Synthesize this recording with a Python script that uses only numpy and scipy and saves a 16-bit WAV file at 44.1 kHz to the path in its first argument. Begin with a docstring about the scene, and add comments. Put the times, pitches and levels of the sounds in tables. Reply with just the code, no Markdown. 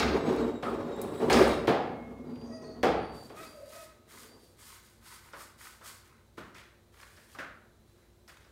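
"""A clack and a rumble: a ball trundles down the return track inside a coin pool table, hitting other balls.
Bumpy noise through the ringing of cabinet and track makes the roll; short noise bursts make the blows.
Unsteady tones make the guide rails whine and squeal. Then a chalk cube is twisted on a cue tip (hiss and
a woody tone), the cue taps and sandals scuff the tiles. A hard tiled room rings, over a faint appliance hum."""
import sys
import numpy as np
from scipy import signal
from scipy.fft import rfft, irfft, next_fast_len
from scipy.io import wavfile
from scipy.ndimage import map_coordinates

SR = 44100
rng = np.random.default_rng(int(sys.argv[2]) if len(sys.argv) > 2 else 0)


def ratio(d):
    """dB to gain"""
    e = np.asarray(d, float) / 20
    return 10 ** e


def store_pcm(level_fs):
    """Save levels as 16-bit WAV."""
    pcm = np.round(np.clip(level_fs, -1, 1) * 32767).astype(np.int16)
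    wavfile.write(sys.argv[1], SR, np.atleast_2d(pcm).T)


N = 375291  # length in samples

# Levels are those before the final mix. A "stroke" is: start t/s, length t/s, first level/dB, last level/dB.
# how fast the room's echoes die, before each sound's stretch: (f/Hz, time to lose 60 dB t/s)
ROOM_DECAY = [(60, 1.45), (250, 0.62), (700, 0.73), (2000, 0.66), (5000, 0.51), (12000, 0.27)]
# shape of the quiet room's noise: (f/Hz, level/dB per Hz)
AIR_SPECTRUM = [(15, -46.5), (25, -21.5), (96, -3.5), (190, -14.5), (235, -12.5), (317, -17), (353, -13),
                (488, -14.5), (675, -20), (2820, -33), (4010, -29), (5110, -34.5), (6010, -33),
                (15900, -38.5)]
# appliance hum, sounded at 0.99 times the listed pitch: (f/Hz, level/dB, size of the pitch waver f/Hz)
HUM_TONES = [(60.3, -69.5, 6.2), (97, -72, 7.93), (226, -75.5, 5.54), (351, -74.5, 6), (4010, -87, 10)]

# sandal scuffs: (stroke, level/dB of the sole's tone against the hiss)
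SCUFF_STROKES = [(6.37, 0.035, -61.5, -68.5, 12.5), (6.545, 0.042, -67, -66, 12.5),
                 (6.92, 0.091, -73, -60.5, 5), (7.05, 0.31, -70, -62, -5), (7.87, 0.21, -73.5, -85, 0),
                 (8.275, 0.028, -59, -63, 5.5), (8.4, .11, -81, -80, 7)]
# resonances of the sole: (f/Hz, width f/Hz, level/dB)
SOLE_MODES = [(735, 93, -1), (1540, 1500, 9)]
# cue and sandal taps: (t/s, tap level/dB, pitch f/Hz, thud level/dB and tick level/dB against the tap)
TAP_EVENTS = [(5.332, -46, 1260, -10.5, -21), (5.811, -54, 1270, -24, -26), (6.378, -46, 1230, -1.5, -34),
              (6.55, -55.5, 2060, -15, -11), (7.017, -60, 1640, -23, -9), (7.17, -58.5, 1690, -12, -11),
              (7.348, -50.5, 1090, -13, -19), (7.386, -39, 1480, -11, -32), (7.982, -73, 1140, -9, -12),
              (8.02, -73, 2100, -6.5, -22), (8.282, -59, 1460, -13, -7.5), (8.447, -65, 1450, -16, -10)]
# chalk twists and the faint turns back: (stroke of hiss, level/dB of the woody tone against the hiss)
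CHALK_STROKES = [(3.1, 0.17, -61, -61, -12), (3.335, .11, -54, -53.5, -6), (3.52, 0.21, -69, -60, -3.5),
                 (3.7, 0.13, -56.5, -57, -2.5), (4.06, 0.17, -56.5, -54.5, -4.5),
                 (4.36, 0.15, -62, -70.5, -21), (4.555, .2, -58.5, -53.5, -4), (4.81, 0.15, -67, -67, -11),
                 (5.0, 0.14, -59.5, -51, -3.5), (5.22, 0.041, -60, -63, 3.5), (5.32, 0.088, -69, -51.5, -2),
                 (5.565, 0.1, -52, -49.5, -4.5), (5.81, 0.074, -54.5, -45.5, -7.5),
                 (6.02, 0.14, -68, -78.5, 9)]
# shape of the dry rubbing hiss: (f/Hz, level/dB per Hz)
HISS_SPECTRUM = [(1060, -25), (1800, 2), (1880, -10), (3080, -3), (4820, -0.5), (6000, -3), (9290, -0.5),
                 (10600, -4), (13700, -6), (15900, -9)]
# resonances of the cue's wood: (f/Hz, width f/Hz, level/dB)
CUE_MODES = [(1040, 300, -3), (1270, 44, 3), (1510, 98, 1), (2070, 440, -4.5), (2620, 330, -13.5)]
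# chalk gripping the tip: (stroke, f/Hz at its loudest)
SQUEAK_STROKES = [(3.365, .13, -51, -64, 642), (3.72, .13, -56, -63, 634)]
# the squeak's overtones: (multiple, level/dB)
SQUEAK_OVERTONES = [(1, 0), (2, 4), (3, -10), (4, -5)]

# a plate left ringing, sounded at 0.98 times the listed pitch: (stroke, f/Hz at its loudest)
PLATE_STROKE = (1.9, .4, -62, -75, 2218)
# metal fittings shaken by the blows: (stroke)
JINGLE_STROKES = [(0.632, .08, -62, -68), (1.03, .26, -62, -62), (1.299, .21, -45, -52)]
# resonances of the fittings: (f/Hz, width f/Hz, level/dB)
FITTING_MODES = [(8200, 1100, 1), (10040, 350, 2), (11800, 380, -13), (13800, 400, -4), (15000, 540, -6)]

# rail whine: (t/s, f/Hz, level/dB)
WHINE_PATH = [(0.15, 4050, -63), (0.3, 3910, -57), (0.5, 3820, -61), (0.7, 3790, -68), (0.95, 3780, -63),
              (1.12, 3850, -62), (1.28, 3990, -63)]
# the whine and its octave: (multiple, level/dB)
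WHINE_OVERTONES = [(1, -1), (2, -7.5)]
# rail squeals: (stroke, f/Hz at its loudest)
SQUEAL_STROKES = [(2.26, .3, -72, -57, 4780), (2.96, .24, -66, -57, 4640), (3.45, .2, -61, -65, 4735),
                  (4.275, .25, -60, -76, 4680)]
# the squeal's overtones: (multiple, level/dB)
SQUEAL_OVERTONES = [(1, -2), (2, -17.5)]
# slip rate under the squeal, heard in its upper overtones alone: (stroke, slip rate f/Hz)
SLIP_STROKES = [(2.36, .19, -84, -69, 600), (2.61, .17, -70, -86, 598)]
# those upper overtones: (multiple of the slip rate, level/dB)
SLIP_OVERTONES = [(7, -9), (9, -0.5), (10, 5.5), (11, 1), (14, -7), (16, -25)]
# the squeal breaks up into a rasp: (stroke)
RASP_STROKES = [(2.625, .17, -58, -65)]
# resonances of the rasp: (f/Hz, width f/Hz, level/dB)
RASP_MODES = [(4380, 83, 4), (4630, 86, -5), (4630, 69, 2), (8800, 270, -17)]
# the guide creaks: (stroke, f/Hz at its loudest)
CREAK_STROKE = (2.49, .27, -46, -58, 643)
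# the creak's overtones: (multiple, level/dB)
CREAK_OVERTONES = [(1, 0.5), (2, -13), (3, -13.5), (4, -24)]
# a low moan as the ball slows: (stroke, f/Hz)
MOAN_STROKES = [(3.53, .17, -48, -54, 590), (3.72, .05, -50, -48, 625)]

# dry little ticks, heard up to 4 ms before the listed time: (t/s, level/dB, centre f/Hz, width f/Hz)
TICK_EVENTS = [(0.366, -64, 6470, 5000), (0.966, -72.5, 11000, 6920), (1.02, -51, 10100, 7900),
               (2.361, -69.5, 2450, 1200), (2.418, -72, 2780, 900), (3.3, -67.5, 2820, 1300),
               (7.331, -74, 2700, 398)]
# heavy drops set the floor booming: (stroke)
BOOM_STROKES = [(0.0, 0.11, -37, -38), (1.33, .12, -41, -42.5), (2.86, 0.19, -56, -49), (8.3, .2, -65, -58)]
# the room's lowest resonance: (f/Hz, width f/Hz, level/dB)
FLOOR_MODES = [(65.9, 4.1, 0)]
# ball blows: (t/s, level/dB of the boards, pitch of the struck board f/Hz,
#              clack level/dB and crack level/dB against the boards)
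BLOW_EVENTS = [(0.004, -34.5, 746, -1.5, -8), (0.63, -34, 1245, -21.5, -33),
               (1.201, -42.5, 483, -20, -26.5), (1.303, -27, 490, -7, -27), (1.332, -30.5, 450, -5, -4),
               (1.371, -30, 471, -22, -21), (1.393, -38.5, 452, -15, -25), (1.451, -36, 463, -13, -32),
               (1.677, -22, 470, -21, -43), (2.834, -22.5, 470, -16.5, -28), (3.3, -50.5, 496, -28, -28)]
# shape of a dull thud: (f/Hz, level/dB per Hz)
THUD_SPECTRUM = [(40, -43), (70, -16.5), (150, -5), (300, 0), (450, -5.5), (800, -62)]
# shape of a knock: (f/Hz, level/dB per Hz)
KNOCK_SPECTRUM = [(210, -30.5), (350, 2), (391, -18), (473, 5), (571, -12), (780, 1.5), (1180, -16.5),
                  (1270, -12.5), (3000, -17), (5000, -22), (6500, -51), (11000, -120)]
# shape of a sharp crack: (f/Hz, level/dB per Hz)
CRACK_SPECTRUM = [(1500, -33), (3000, -3.5), (5000, 14.5), (9000, -4.5), (15800, -36.5)]
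# resonances of the boards, each blow varying their levels: (f/Hz, width f/Hz, level/dB)
BOARD_MODES = [(360, 15, -6), (500, 68, -0.5), (677, 97, 2), (773, 57, 5.5), (850, 27, -0.5),
               (1028, 80, -6.5), (1230, 270, -5.5), (1700, 120, -10.5), (2020, 250, -18), (2570, 71, -20),
               (3320, 67, -16.5)]

# the rolling ball, one list for each stretch: (t/s, rumble level/dB, rattle level/dB against the rumble)
ROLL_STRETCHES = [
    [(0.0, -25, -5.5), (0.25, -33.5, -21.5), (0.285, -27.5, -17), (0.44, -30.5, -25), (0.62, -45.5, -46),
     (0.648, -37, -26), (0.9, -35.5, -22), (1.19, -39, -17), (1.21, -28, -31.5), (1.296, -30, -29.5)],
    [(1.3, -26, -6), (1.33, -24.5, -7), (1.388, -18.5, -11.5), (1.582, -41, -7), (1.66, -35, -25)],
    [(1.85, -49, -14.5), (2.0, -51, -42), (2.3, -46, -32), (2.742, -52.5, -23), (2.825, -46, -31)],
    [(3.1, -47.5, -33), (3.29, -67, -8), (3.312, -54, -21), (3.404, -51.5, 1), (3.55, -67, -11),
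     (4.05, -71, -9), (4.13, -66, 5.5), (4.37, -61, -25), (4.6, -73, -1)],
]
# one row for each stretch: (trough level/dB and legs level/dB against the rumble)
STRETCH_MIX = [(-8.5, -13.5), (-13.5, -13), (3, -6.5), (-7, -12)]
# resonances of the cabinet panels: (f/Hz, width f/Hz, level/dB)
PANEL_MODES = [(201, 32, -6.5), (308.6, 37, 1), (364, 42, -2), (451, 68, -3.5), (560, 117, -5.5),
               (725, 45, -10), (827, 46, -14), (984, 340, -17.5)]
# resonances of the trough: (f/Hz, width f/Hz, level/dB)
TROUGH_MODES = [(231.6, 11, -0.35), (245, 17.3, -0.65)]
# resonances of the legs: (f/Hz, width f/Hz, level/dB)
LEG_MODES = [(61.2, 4, -0.45), (99.6, 19, -1), (156.7, 14, 0)]
# loose parts of the track ringing: (f/Hz, width f/Hz, level/dB)
RATTLE_MODES = [(1240, 170, 7), (1630, 300, 2), (2060, 340, -5), (2700, 72, -3), (3500, 850, -6),
                (4320, 630, -28), (5650, 300, -15.5), (6850, 710, -28)]
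# thin metal strips of the track, ringing sharply within the rattle: (f/Hz, width f/Hz, level/dB)
STRIP_MODES = [(2115, 27, 1), (2324, 100, -1), (2714, 53, 0), (3810, 45, 0), (4234, 87, -4), (4733, 35, -4),
               (5020, 28, -6), (5360, 37, -9), (6400, 31, -14), (6600, 47, -9)]


def unit(x):
    """Scale to an average (rms) size of 1."""
    return x / np.sqrt(np.mean(x ** 2) + 1e-20)


def along(points, hz):
    """Read a table of (f/Hz, value) at any frequency, on a log axis."""
    f, value = np.transpose(points)
    return np.interp(np.log(hz + 1), np.log(f + 1), value)


def curves(rows):
    """One value per sample for each column after the time."""
    s, *columns = np.transpose(rows)
    t = np.arange(N) / SR
    return [np.interp(t, s, column) for column in columns]


def sounding(rows, fade=.02):
    """1 between the first and last row, with soft edges fade seconds long."""
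    t = np.arange(N) / SR
    return np.clip(np.minimum(t - rows[0][0], rows[-1][0] - t) / fade, 0, 1)


def wobble(rate):
    """A smooth random curve through rate random points a second."""
    points = rng.standard_normal(int(N * rate / SR) + 4)
    return map_coordinates(points, [np.arange(N) * rate / SR])


def filtered(x, response):
    """Strengthen or weaken each frequency of x as response(f/Hz) says."""
    size = next_fast_len(len(x) + 8192)
    spectrum = rfft(x, size) * response(np.fft.rfftfreq(size, 1 / SR))
    return irfft(spectrum, size)[:len(x)]


def coloured(x, spectrum):
    """Give noise the shape of a spectrum table, rms 1."""
    return unit(filtered(x, lambda hz: ratio(along(spectrum, hz))))


def resonant(x, modes):
    """Noise through steep-sided resonances whose powers add, each about 4 dB down at its width; rms 1."""
    def response(f):
        power = 0
        for centre, width, db in modes:
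            detuning = (centre * centre - f * f) / (f * width + 1)
            power = power + ratio(2 * db) / (1 + detuning ** 2) ** 1.313
        return np.sqrt(power)
    return unit(filtered(x, response))


def gritty(rate, depth_db):
    """Noise whose size swings at random, as bumps and grit pass."""
    return rng.standard_normal(N) * ratio(depth_db * wobble(rate))


def dying(noise, stretch):
    """One second of noise in which each frequency dies at the room's speed, slowed by stretch."""
    hz, t, z = signal.stft(noise, SR, nperseg=256)
    t60 = stretch * along(ROOM_DECAY, hz)
    return signal.istft(z * ratio(-60 * t / t60[:, None]), SR, nperseg=256)[1][:SR]


def strike(out, s, body, crack, rise, direct_db, stretch):
    """A blow across the room: crack first, then a body that builds up by rise (s) and dies away."""
    t = np.arange(SR) / SR
    direct = ratio(direct_db - 60 * t / 0.024)  # the extra strength at the start is lost within milliseconds
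    body = dying(body, stretch) * (1 - np.exp(-t / rise)) * (1 + 0.4 * direct)
    crack = dying(crack, stretch) * (1 + direct)
    start = round(s * SR)
    lead = min(start, round(.004 * SR))  # the crack comes up to 4 ms early
    room_left = len(out) - SR - start
    out = out + np.pad(body, (start, room_left))
    return out + np.pad(crack, (start - lead, room_left + lead))


def whistle(hz, levels, partials, waver_hz, flutter_db=3.0):
    """An unsteady tone with overtones: its pitch wavers and its level flutters."""
    turn = 2 * np.pi * np.cumsum(hz + waver_hz * wobble(120)) / SR
    flutter = ratio(flutter_db * wobble(25))
    tones = sum(ratio(db) * np.sin(k * turn + k * k) for k, db in partials)
    return np.sqrt(2) * levels * flutter * tones


def stroke(start, length, first_db, last_db, attack, fall_db):
    """Gain of one stroke: it fades in over attack (s), moves to its last level, then loses fall_db a second."""
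    t = np.arange(N) / SR - start
    db = np.interp(t, [0, length], [first_db, last_db]) - fall_db * np.clip(t - length, 0, None)
    return ratio(db) * np.sin(np.pi / 2 * np.clip(t / attack, 0, 1)) ** 2


def shaken(rows, modes, rate, attack, fall_db):
    """Gritty noise in a set of resonances under a few strokes."""
    gain = sum(stroke(*row, attack, fall_db) for row in rows)
    return gain * resonant(gritty(rate, depth_db=1.5), modes)


def rubbing(rows, modes, attack, fall_db):
    """Dry hiss of rubbing plus the tone of the rubbed body."""
    gains = np.array([stroke(*row[:-1], attack, fall_db) for row in rows])
    hiss = coloured(gritty(rate=340, depth_db=1.5), HISS_SPECTRUM) * ratio(1.5 * wobble(25))
    tone = resonant(gritty(rate=180, depth_db=4.0), modes)
    tone_gain = ratio([row[-1] for row in rows]) @ gains
    return gains.sum(axis=0) * hiss + tone_gain * tone


def slip_tone(row, partials, waver_hz, attack, fall_db, sag_hz=0):
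    """A stick-slip tone, as surfaces grip and let go; pitch drops by sag_hz per dB lost, at most about 30 dB."""
    *shape, hz = row
    gain = stroke(*shape, attack, fall_db)
    lost_db = 20 * np.log10(gain.max() / np.maximum(gain, gain.max() / 30))
    return whistle(hz - sag_hz * lost_db, gain, partials, waver_hz)


def background():
    """Room air as shaped noise, and an appliance hum of wavering tones."""
    hum = sum(whistle(np.full(N, hz), ratio(db), [(0.99, 0)], waver_hz) for hz, db, waver_hz in HUM_TONES)
    return ratio(-64.5) * coloured(rng.standard_normal(N), AIR_SPECTRUM) + hum


def scuffs():
    """Sandals rub the tiles: dry hiss and the sole's own tone."""
    return rubbing(SCUFF_STROKES, SOLE_MODES, attack=0.0081, fall_db=140)


def taps():
    """Light taps of cue and sandals: a broad ring, a soft thud and a tick."""
    out = np.zeros(N + SR)
    for s, db, hz, thud_db, tick_db in TAP_EVENTS:
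        ring_noise, thud_noise, tick_noise = rng.standard_normal((3, SR))
        ring = resonant(ring_noise, [(580, 150, -1.5), (hz, 600, 0)])
        body = ring + ratio(thud_db) * coloured(thud_noise, THUD_SPECTRUM)
        tick = ratio(tick_db) * coloured(tick_noise, CRACK_SPECTRUM)
        out = strike(out, s, ratio(db) * body, ratio(db) * tick, rise=.002, direct_db=7, stretch=.9)
    return out[:N]


def chalk():
    """Twists of the cube rub the tip and sound the cue's wood; the gripping chalk squeaks."""
    out = rubbing(CHALK_STROKES, CUE_MODES, attack=.06, fall_db=150)
    for row in SQUEAK_STROKES:
        out += slip_tone(row, SQUEAK_OVERTONES, waver_hz=11, attack=.008, fall_db=200, sag_hz=.4)
    return out


def loose_metal():
    """Metal fittings jingle as shaken noise, and a plate is left ringing as a tone."""
    jingle = shaken(JINGLE_STROKES, FITTING_MODES, rate=82, attack=.006, fall_db=147)
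    return jingle + slip_tone(PLATE_STROKE, [(0.98, 0)], waver_hz=14, attack=0.024, fall_db=200, sag_hz=1.2)


def rails():
    """Stick-slip tones where the ball rubs its guides: whine, squeal, rasp, creak and moan."""
    hz, db = curves(WHINE_PATH)
    whine_gain = ratio(db) * sounding(WHINE_PATH)
    out = whistle(hz, whine_gain, WHINE_OVERTONES, waver_hz=55, flutter_db=3.5)
    out += shaken(RASP_STROKES, RASP_MODES, rate=44, attack=0.034, fall_db=120)
    for row in SQUEAL_STROKES:  # the weaker the grip, the lower the squeal
        out += slip_tone(row, SQUEAL_OVERTONES, waver_hz=36.7, attack=0.012, fall_db=130, sag_hz=5)
    for row in SLIP_STROKES:
        out += slip_tone(row, SLIP_OVERTONES, waver_hz=4.6, attack=.02, fall_db=200)
    out += slip_tone(CREAK_STROKE, CREAK_OVERTONES, waver_hz=9.3, attack=0.078, fall_db=300, sag_hz=0.89)
    for row in MOAN_STROKES:
        out += slip_tone(row, [(1, 0)], waver_hz=29.66, attack=0.029, fall_db=154)
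    return out


def ticks():
    """Dry little ticks: noise around one pitch, all crack and no body."""
    out = np.zeros(N + SR)
    for s, db, hz, width_hz in TICK_EVENTS:
        tick = ratio(db) * resonant(rng.standard_normal(SR), [(hz, width_hz, 0)])
        out = strike(out, s, np.zeros(SR), tick, rise=.002, direct_db=11.5, stretch=.7)
    return out[:N]


def floor_boom():
    """Heavy drops set off the room's lowest resonance."""
    return shaken(BOOM_STROKES, FLOOR_MODES, rate=10, attack=.02, fall_db=69)


def blows():
    """Each blow: a thud of the cabinet, a knock of its boards, a clack and crack of ball on ball."""
    out = np.zeros(N + SR)
    for s, db, hz, clack_db, crack_db in BLOW_EVENTS:
        knock_noise, thud_noise, crack_noise, board_noise, clack_noise = rng.standard_normal((5, SR))
        changes = 2 * rng.standard_normal(len(BOARD_MODES))  # dB, new for each blow
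        struck = [(f, width, level + change) for (f, width, level), change in zip(BOARD_MODES, changes)]
        body = resonant(board_noise, struck + [(hz, 170, 6)])
        body += ratio(-7.5) * coloured(knock_noise, KNOCK_SPECTRUM)
        body += ratio(-5.5) * coloured(thud_noise, THUD_SPECTRUM)
        crack = ratio(crack_db) * coloured(crack_noise, CRACK_SPECTRUM)
        crack += ratio(clack_db) * resonant(clack_noise, [(2200, 930, 0)])
        out = strike(out, s, ratio(db) * body, ratio(db) * crack, rise=0.0009, direct_db=7, stretch=1.1)
    return out[:N]


def roll():
    """The ball's bumpy path drums the cabinet panels, the trough and the legs, and shakes the loose track."""
    panels = resonant(gritty(rate=40, depth_db=3), PANEL_MODES)
    trough = resonant(gritty(rate=30, depth_db=2.5), TROUGH_MODES)
    legs = resonant(gritty(rate=21, depth_db=1.0), LEG_MODES)
    rattle = resonant(gritty(rate=150, depth_db=4), RATTLE_MODES)
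    rattle += ratio(-4.5) * resonant(gritty(rate=60, depth_db=6), STRIP_MODES)
    out = np.zeros(N)
    for rows, (trough_db, legs_db) in zip(ROLL_STRETCHES, STRETCH_MIX):
        rumble_db, rattle_db = curves(rows)
        parts = panels + ratio(trough_db) * trough + ratio(legs_db) * legs + ratio(rattle_db) * rattle
        out += ratio(rumble_db) * parts * sounding(rows, fade=0.0022)
    return out


def scene():
    """Running sounds reach the listener directly and by way of the walls; blows carry their own echoes."""
    running = roll() + rails() + loose_metal() + chalk() + scuffs()
    tail = dying(rng.standard_normal(SR), stretch=0.92)
    walls = signal.fftconvolve(running, tail / np.linalg.norm(tail))[:N]
    mix = ratio(-2.0) * running + ratio(-6.5) * walls
    mix += blows() + floor_boom() + ticks() + taps() + background()
    return mix[None]


def band_limit(x):
    """A steep low-pass at the top of the band."""
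    return signal.sosfilt(signal.butter(12, 16510, fs=SR, output="sos"), x)


def record(dry):
    """Turns everything from 15800 Hz up down by 27 dB and finishes the mix."""
    finished = filtered(dry[0], lambda hz: np.where(hz < 15800, 1, ratio(-27)))[None]
    return band_limit(finished)


dry = scene()
out = record(dry)
store_pcm(out)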